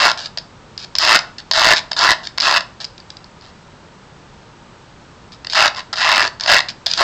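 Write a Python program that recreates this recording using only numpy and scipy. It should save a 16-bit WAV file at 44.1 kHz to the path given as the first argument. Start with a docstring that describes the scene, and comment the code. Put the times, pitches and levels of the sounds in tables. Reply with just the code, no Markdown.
"""A small room with a parquet floor: a dog rakes one front paw over a sandpaper-covered board, in two bouts.
The claws tap down, grind through the grit in quick slips that set the board ringing, then brush off.
The pads rub softly. The room rings briefly over a steady rumble and hiss.
The hardest strokes overload a narrow-band microphone."""
import sys
import numpy as np
from scipy import signal
from scipy.fft import rfft, irfft
from scipy.io import wavfile

SR = 44100
rng = np.random.default_rng(int(sys.argv[2]) if len(sys.argv) > 2 else 0)


def dump(signal):
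    """Clip the signal to [-1, 1] and save it as 16-bit WAV at the path in sys.argv[1]."""
    limited = np.clip(np.atleast_2d(signal).T, -1, 1)
    pcm = np.round(limited * 32767).astype(np.int16)
    wavfile.write(sys.argv[1], SR, pcm)


N = 310023

# Background spectrum. Each row: frequency in Hz, relative density in dB.
BACKGROUND_SPECTRUM = [(12, -38), (20, -12), (131, -5), (160, -5), (307, -13), (348, -11.5), (405, -13),
                       (605, -14), (652, -17.5), (950, -12), (1100, -17), (1190, -14.5), (2120, -23),
                       (4490, -26.5), (8000, -34.5), (10400, -71), (17600, -120)]
# Room decay. Each row: frequency in Hz, time to fall 60 dB in seconds.
ROOM_DECAY = [(300, 0.49), (800, 0.41), (2100, 0.31), (5500, 0.3), (8000, 0.32)]
# Board modes. Each row: centre in Hz, width in Hz, relative level in dB.
BOARD_MODES = [(635, 96, -0.5), (796, 270, -8.5), (885, 54, -8), (1027, 157, -2), (1160, 47, -16),
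               (1353, 120, -5.5), (1470, 98, -8.5), (1704, 114, -5), (1730, 250, -4.5), (1953, 320, 0),
               (2210, 102, -4.5), (2670, 195, 1), (2980, 230, -8.5)]
# Colour of a claw on grit. Each row: frequency in Hz, relative level in dB.
CLAW_SPECTRUM = [(100, -22), (600, -38.5), (1500, -7), (2400, -3.5), (3100, -5.5), (3400, -6.5), (3750, -1),
                 (4100, -1.5), (4550, 0.5), (5100, 1), (5650, -10), (6200, -12.5), (7100, -15),
                 (8200, -26.5)]
# A claw strikes or snaps free. Each row: start in seconds, relative strength in dB,
# board ring offset in dB, claw pitch in Hz.
CLAW_TAPS = [(.0974, -22, -18, 5200), (.2585, -8.5, -17, 4630), (0.3743, -6.5, -1.5, 5000),
             (.3842, -7, -14, 5000), (0.7777, -10, -16, 4800), (.9529, -1.5, -4, 5300),
             (0.963, -9, -22, 5100), (0.9849, 6, -23, 4900), (1.1902, -1, -6, 4950),
             (1.3835, -13.5, -23, 4900), (1.5123, 2, -1, 5400), (1.5155, -1, -17, 4500),
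             (1.523, -5, -18, 4700), (1.535, -2, -3, 4600), (1.9135, -18, 1, 4480),
             (1.9166, -4, -0.5, 4330), (1.931, -6.5, -3.5, 4400), (1.9909, 1, -17, 4920),
             (2.0174, -5, 4, 4500), (2.2712, -7.5, -25, 4700), (2.377, -10.5, 0, 4370),
             (2.382, -2, 0, 4850), (2.402, 0, -14, 5000), (2.4074, 1, -19, 4940), (2.4204, -1, -10, 4960),
             (2.5683, -0.5, 1.5, 5100), (2.607, -8, 3, 4740), (2.8442, -9, -24, 5000),
             (2.8494, -10, -13, 5000), (2.9797, -23, -11, 3380), (3.0017, -24, -9, 5130),
             (3.1033, -16.5, -8, 4720), (3.169, -20, -17, 4100), (3.243, -25, -12, 4600),
             (3.4111, -29, -12, 4700), (5.447, -15.5, 2.5, 4800), (5.4695, -8.5, -4, 4500),
             (5.4989, -10, -19, 4600), (5.5333, -4, -1.5, 4500), (5.678, -1, 0, 4200),
             (5.747, -17.5, 2, 5100), (5.9297, -14, -2, 4100), (5.9574, -12, -2, 5000),
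             (6.0152, -7, 4, 3900), (6.1165, 1.5, 0, 4300), (6.1585, -1, 2, 4400), (6.2044, -5.5, 5, 4970),
             (6.3984, -12.5, -1.5, 5000), (6.4089, -4.5, -5, 5300), (6.4362, -5, -18, 5000),
             (6.4607, -5, 1.5, 4900), (6.4792, -2, 5, 2900), (6.5174, 4, -9, 4900),
             (6.5901, -0.5, 2.5, 3600), (6.6045, -3.5, 5, 4970), (6.686, -9.5, -24, 4540),
             (6.8617, -3, -16, 5500), (6.8659, 2, -7, 4500), (6.9132, -0.5, -15, 4600),
             (6.9364, 1, -27, 5400), (6.977, -4, -19, 4400)]
# The lifted paw grazes the grit. Each row: start and length in seconds, relative claw rasp and
# board ring in dB, swell in dB, pitch the board favours in Hz.
PAW_BRUSHES = [(.174, 0.1, -25, -31.5, 0.5, 1680), (0.784, .067, -29.5, -41, 10, 1720),
               (1.381, 0.024, -30, -34, 6, 1800), (1.74, .02, -19, -20, -5, 1500),
               (1.759, 0.0363, -12.5, -29, -4, 1580), (2.232, 0.043, -29, -35.5, 3, 1810),
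               (2.802, 0.04, -27.5, -34.5, -9.5, 1780), (3.42, .09, -44, -43.5, -2, 700),
               (5.319, 0.04, -38.5, -46, -9, 1230), (5.496, 0.048, -21.5, -33, 16, 1630),
               (5.759, 0.049, -25.5, -21.5, 1, 1110), (5.928, .016, -16.5, -18, 0, 1410),
               (5.957, 0.014, -23, -28, 13, 1440), (6.413, 0.065, -26.5, -24.5, 16, 1310),
               (6.688, 0.023, -21.5, -34, -3, 1630), (6.87, 0.15, -23, -32, 3, 1670)]
# The paw digs in and drags back. Each row: start, length, press time and ease time in seconds,
# relative claw rasp, board ring and pad rub in dB, fraction of the stroke where the pads lie flattest,
# load gained in dB, base pitch the board favours in Hz.
PAW_STROKES = [(0.0, 0.12, 0.0033, 0.08, -14.5, -10.5, -29, 0.44, 2, 1380),
               (.994, 0.18, 0.14, 0.021, -12, -8.5, -27, 0.82, 5, 1280),
               (1.534, 0.21, 0.034, 0.02, -12.5, -10.5, -26, 1, 11, 1360),
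               (1.964, 0.17, 0.11, 0.061, -13.5, -10, -28, 0.54, 7.5, 1470),
               (2.411, 0.17, 0.063, 0.012, -16, -13.5, -29.5, .45, 6, 1270),
               (5.546, 0.14, 0.029, 0.04, -14.5, -10.5, -30.5, 0.62, 3.5, 1280),
               (5.972, 0.31, 0.15, .06, -17.5, -12.5, -28, 0.89, -2.5, 1320),
               (6.476, .110, 0.04, 0.032, -12, -7.5, -30, 0.63, 5, 1650),
               (6.974, 0.069, 0.051, 0.0045, -16.5, -12.5, -27, 0.46, 0, 1580)]
# The paw crosses the board. Each row: fraction of the stroke, ratio of favoured pitch to base pitch.
PAW_TRAVEL = [(0, 1.07), (.45, 0.83), (1, 1.21)]


def amp(db):
    """Decibels to gain."""
    return 10 ** (np.asarray(db) / 20)


def unit_rms(x):
    """Scale to an rms of 1."""
    return x / np.sqrt(np.mean(x ** 2) + 1e-20)


def lookup(table, hz):
    """Interpolate on a log-frequency axis."""
    table_hz, values = np.transpose(table)
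    return np.interp(np.log(hz + 1), np.log(table_hz), values)


def add(mix, start_s, sound):
    """Mix a sound in at start_s."""
    part = mix[max(round(start_s * SR), 0):][:len(sound)]
    part += sound[:len(part)]


def lowpass(x, hz, size):
    """Steep FIR low-pass."""
    return signal.oaconvolve(x, signal.firwin(size, hz, window=("kaiser", 9), fs=SR), "same")


def minimum_phase(gain):
    """Causal response of energy 1 from a two-sided gain spectrum."""
    log_spectrum = np.conj(signal.hilbert(np.log(gain + 1e-6)))
    ring = np.fft.ifft(np.exp(log_spectrum)).real
    return ring / np.linalg.norm(ring)


def mode_power(hz, centre_hz, width_hz):
    """Power response of one mode, peak 1."""
    return 1 / (1 + ((hz ** 2 - centre_hz ** 2) / (width_hz * hz + 1)) ** 2)


def swept_resonance(x, hz, width_hz):
    """Unity-gain resonance that follows the curve hz."""
    carrier = np.exp(2j * np.pi * np.cumsum(hz) / SR)
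    pole = np.exp(-np.pi * width_hz / SR)
    return 2 * (carrier * signal.lfilter([1 - pole], [1, -pole], x / carrier)).real


def background(level_db=-43):
    """Steady room rumble and microphone hiss."""
    gain = amp(lookup(BACKGROUND_SPECTRUM, np.fft.rfftfreq(N, 1 / SR)))
    return amp(level_db) * unit_rms(irfft(rfft(rng.standard_normal(N)) * gain, N))


def room(x, early_db=-16, early_s=0.016, tail_db=-13, tilt_db_per_oct=-2, echoes_per_s=3000, size=22050):
    """Early reflections off floor and furniture, then a short, duller tail."""
    t = np.arange(size) / SR
    echoes = rng.standard_normal(size) * (rng.random(size) < echoes_per_s / SR) * (t > 0.003)
    early = echoes * np.exp(-t / early_s)
    hz, age_s, spectra = signal.stft(echoes, SR, nperseg=256)
    fade_db = -60 * age_s / lookup(ROOM_DECAY, hz)[:, None]
    tilt_db = tilt_db_per_oct * np.log2(np.maximum(hz / 1100, 1))[:, None]
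    untilted = signal.istft(spectra * amp(fade_db), SR, nperseg=256)[1][:size]
    tail = signal.istft(spectra * amp(fade_db + tilt_db), SR, nperseg=256)[1][:size]
    response = amp(early_db) * early / np.linalg.norm(early)
    response += amp(tail_db) * tail / np.linalg.norm(untilted)
    return signal.oaconvolve(x, response)[:N]


def pad_ring(centre_hz=390, width_hz=260, size=4096):
    """Dull response of the soft paw pads."""
    hz = abs(np.fft.fftfreq(size, 1 / SR))
    return minimum_phase(mode_power(hz, centre_hz, width_hz))


def board_ring(low_hz=575, high_hz=3400, place_db=3, thud_db=-23, order=14, size=4096):
    """Board response: each place favours other modes, and the bass radiates poorly."""
    hz = abs(np.fft.fftfreq(size, 1 / SR))
    lifts_db = rng.uniform(-place_db, place_db, len(BOARD_MODES))
    power = sum(amp(db + lift_db) ** 2 * mode_power(hz, centre_hz, width_hz)
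                for (centre_hz, width_hz, db), lift_db in zip(BOARD_MODES, lifts_db))
    power /= 1 + (low_hz / (hz + 1)) ** order + (hz / high_hz) ** order
    thud = amp(thud_db) ** 2 * mode_power(hz, centre_hz=342, width_hz=134)
    return minimum_phase(np.sqrt(power + thud))


def claw_ring(pitch_hz=5000, tone_db=-30, width_hz=1200, size=4096):
    """Claw response to one grain; tone_db adds the ring of a claw struck alone."""
    hz = abs(np.fft.fftfreq(size, 1 / SR))
    tone = amp(tone_db) ** 2 * mode_power(hz, pitch_hz, width_hz)
    return minimum_phase(amp(lookup(CLAW_SPECTRUM, hz)) * np.sqrt(1 + tone))


def grit(size, grains_per_s=7000, spread_db=3):
    """Tiny uneven clicks as sharp grains cut the claw."""
    clicks = amp(spread_db * np.minimum(rng.exponential(1, size), 4))
    clicks *= rng.choice([-1, 1], size)
    return unit_rms(clicks * (rng.random(size) < grains_per_s / SR))


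def slips(t, early_per_s=200, late_per_s=100, jitter=0.2133, spread_db=2, skid_s=0.0008):
    """Stick and slip: several claws catch at first, then the paw settles into slower chatter."""
    settled_s = 0.4 * t[0] + 0.6 * t[-1]
    cycles = np.cumsum(np.interp(t, [t[0], settled_s], [early_per_s, late_per_s])) / SR
    gap, strength = rng.standard_normal((200, 2)).T
    onsets = np.searchsorted(cycles, np.cumsum(np.exp(jitter * gap)) - 1)
    inside = onsets < len(t)
    kicks = np.zeros(len(t))
    kicks[onsets[inside]] = amp(spread_db * np.clip(strength, -2, 2))[inside]
    age = (t - t[0]) / skid_s
    skid = age ** 2 * np.exp(-age)
    return unit_rms(signal.fftconvolve(kicks, skid)[:len(t)])


def scrape(t, levels_db, favoured_hz, slip_share, edge_s):
    """Grit drives claws, board and, given a third level, pads; slip_share is (at start, at end)."""
    out = np.zeros(N)
    share = np.linspace(*slip_share, len(t))
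    force = np.sqrt(1 - share + share * slips(t) ** 2)
    contact = np.clip(np.minimum(t - t[0], t[-1] - t) / edge_s, 0, 1)
    drive = unit_rms(force * grit(len(t))) * contact
    # The paw's place sets which modes answer best.
    board_drive = drive + swept_resonance(drive, favoured_hz, width_hz=420)
    parts = (drive, claw_ring()), (board_drive, board_ring()), (drive, pad_ring())
    for level_db, (push, ring) in zip(levels_db, parts):
        add(out, t[0], signal.fftconvolve(push * amp(level_db), ring))
    return out


def brushes(claw_db=-4, board_db=-6):
    """Only the claw tips graze the grit, swelling or fading evenly."""
    out = np.zeros(N)
    for start_s, length_s, rasp_db, ring_db, swell_db, hz in PAW_BRUSHES:
        t = np.arange(0, length_s, 1 / SR)
        load_db = swell_db * (t / length_s - 0.5)
        levels_db = claw_db + rasp_db + load_db, board_db + ring_db + load_db
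        out += scrape(start_s + t, levels_db, np.full(len(t), hz), slip_share=(0.6, 0.6), edge_s=0.0016)
    return out


def taps(claw_db=11, board_db=9, skid_s=0.00095, contact_db=-5, size=400):
    """First contact, then a brief skid over grains: the claw ticks, the board knocks."""
    out = np.zeros(N)
    age = np.arange(size) / SR / skid_s
    for start_s, strength_db, ring_db, pitch_hz in CLAW_TAPS:
        blow = grit(size, grains_per_s=12000, spread_db=-0.5) * age * np.exp(-age)
        blow[0] = amp(contact_db) * np.linalg.norm(blow)
        tick = signal.fftconvolve(blow, claw_ring(pitch_hz, tone_db=7))
        knock = signal.fftconvolve(blow, board_ring())
        add(out, start_s, amp(strength_db + claw_db) * tick / np.linalg.norm(tick))
        add(out, start_s, amp(strength_db + ring_db + board_db) * knock / np.linalg.norm(knock))
    return out


def strokes(board_db=-1, pad_db=-6, touch_db=-13, lift_db=-10.5, roll_db_per_stroke=-22.5):
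    """Paw load builds, holds and eases; rasp and ring follow it, and the pads rub as the paw rolls."""
    out = np.zeros(N)
    for start_s, length_s, press_s, ease_s, rasp_db, ring_db, rub_db, flattest, lean_db, hz in PAW_STROKES:
        t = np.arange(0, length_s, 1 / SR)
        along = t / length_s
        landing = np.maximum(1 - t / press_s, 0)
        leaving = np.maximum(1 - (length_s - t) / ease_s, 0)
        load_db = touch_db * landing ** 2 + lift_db * leaving ** 2 + lean_db * (along - 0.5)
        levels_db = (rasp_db + 0.49 * load_db,  # claws bite at once, so load matters less
                     board_db + ring_db + load_db,
                     pad_db + rub_db + roll_db_per_stroke * abs(along - flattest))
        favoured_hz = hz * np.interp(along, *np.transpose(PAW_TRAVEL))
        out += scrape(start_s + t, levels_db, favoured_hz, slip_share=(0.54, 0.9), edge_s=0.00033)
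    return out


def scene(paths=3, sway_hz=0.907):
    """Paw, echoes and background; as the dog sways, the paths through the room keep changing."""
    paw = strokes() + brushes() + taps()
    sway_rad = np.pi * sway_hz * np.arange(N) / SR
    weights = [np.sqrt(2 / paths) * np.cos(sway_rad + np.pi * k / paths) for k in range(paths)]
    echoes = sum(room(paw * weight) for weight in weights)
    return (paw + echoes + background())[None]


def record(dry):
    """A narrow-band input overloads; its filter overshoot is clipped again, then band-limited."""
    overloaded = np.clip(dry[0], -0.76, 0.76)
    narrow = lowpass(overloaded, hz=8350, size=127)
    clipped = np.clip(narrow, -0.73, 0.73)
    return lowpass(clipped, hz=16300, size=511)[None]


dry = scene()
out = record(dry)
dump(out)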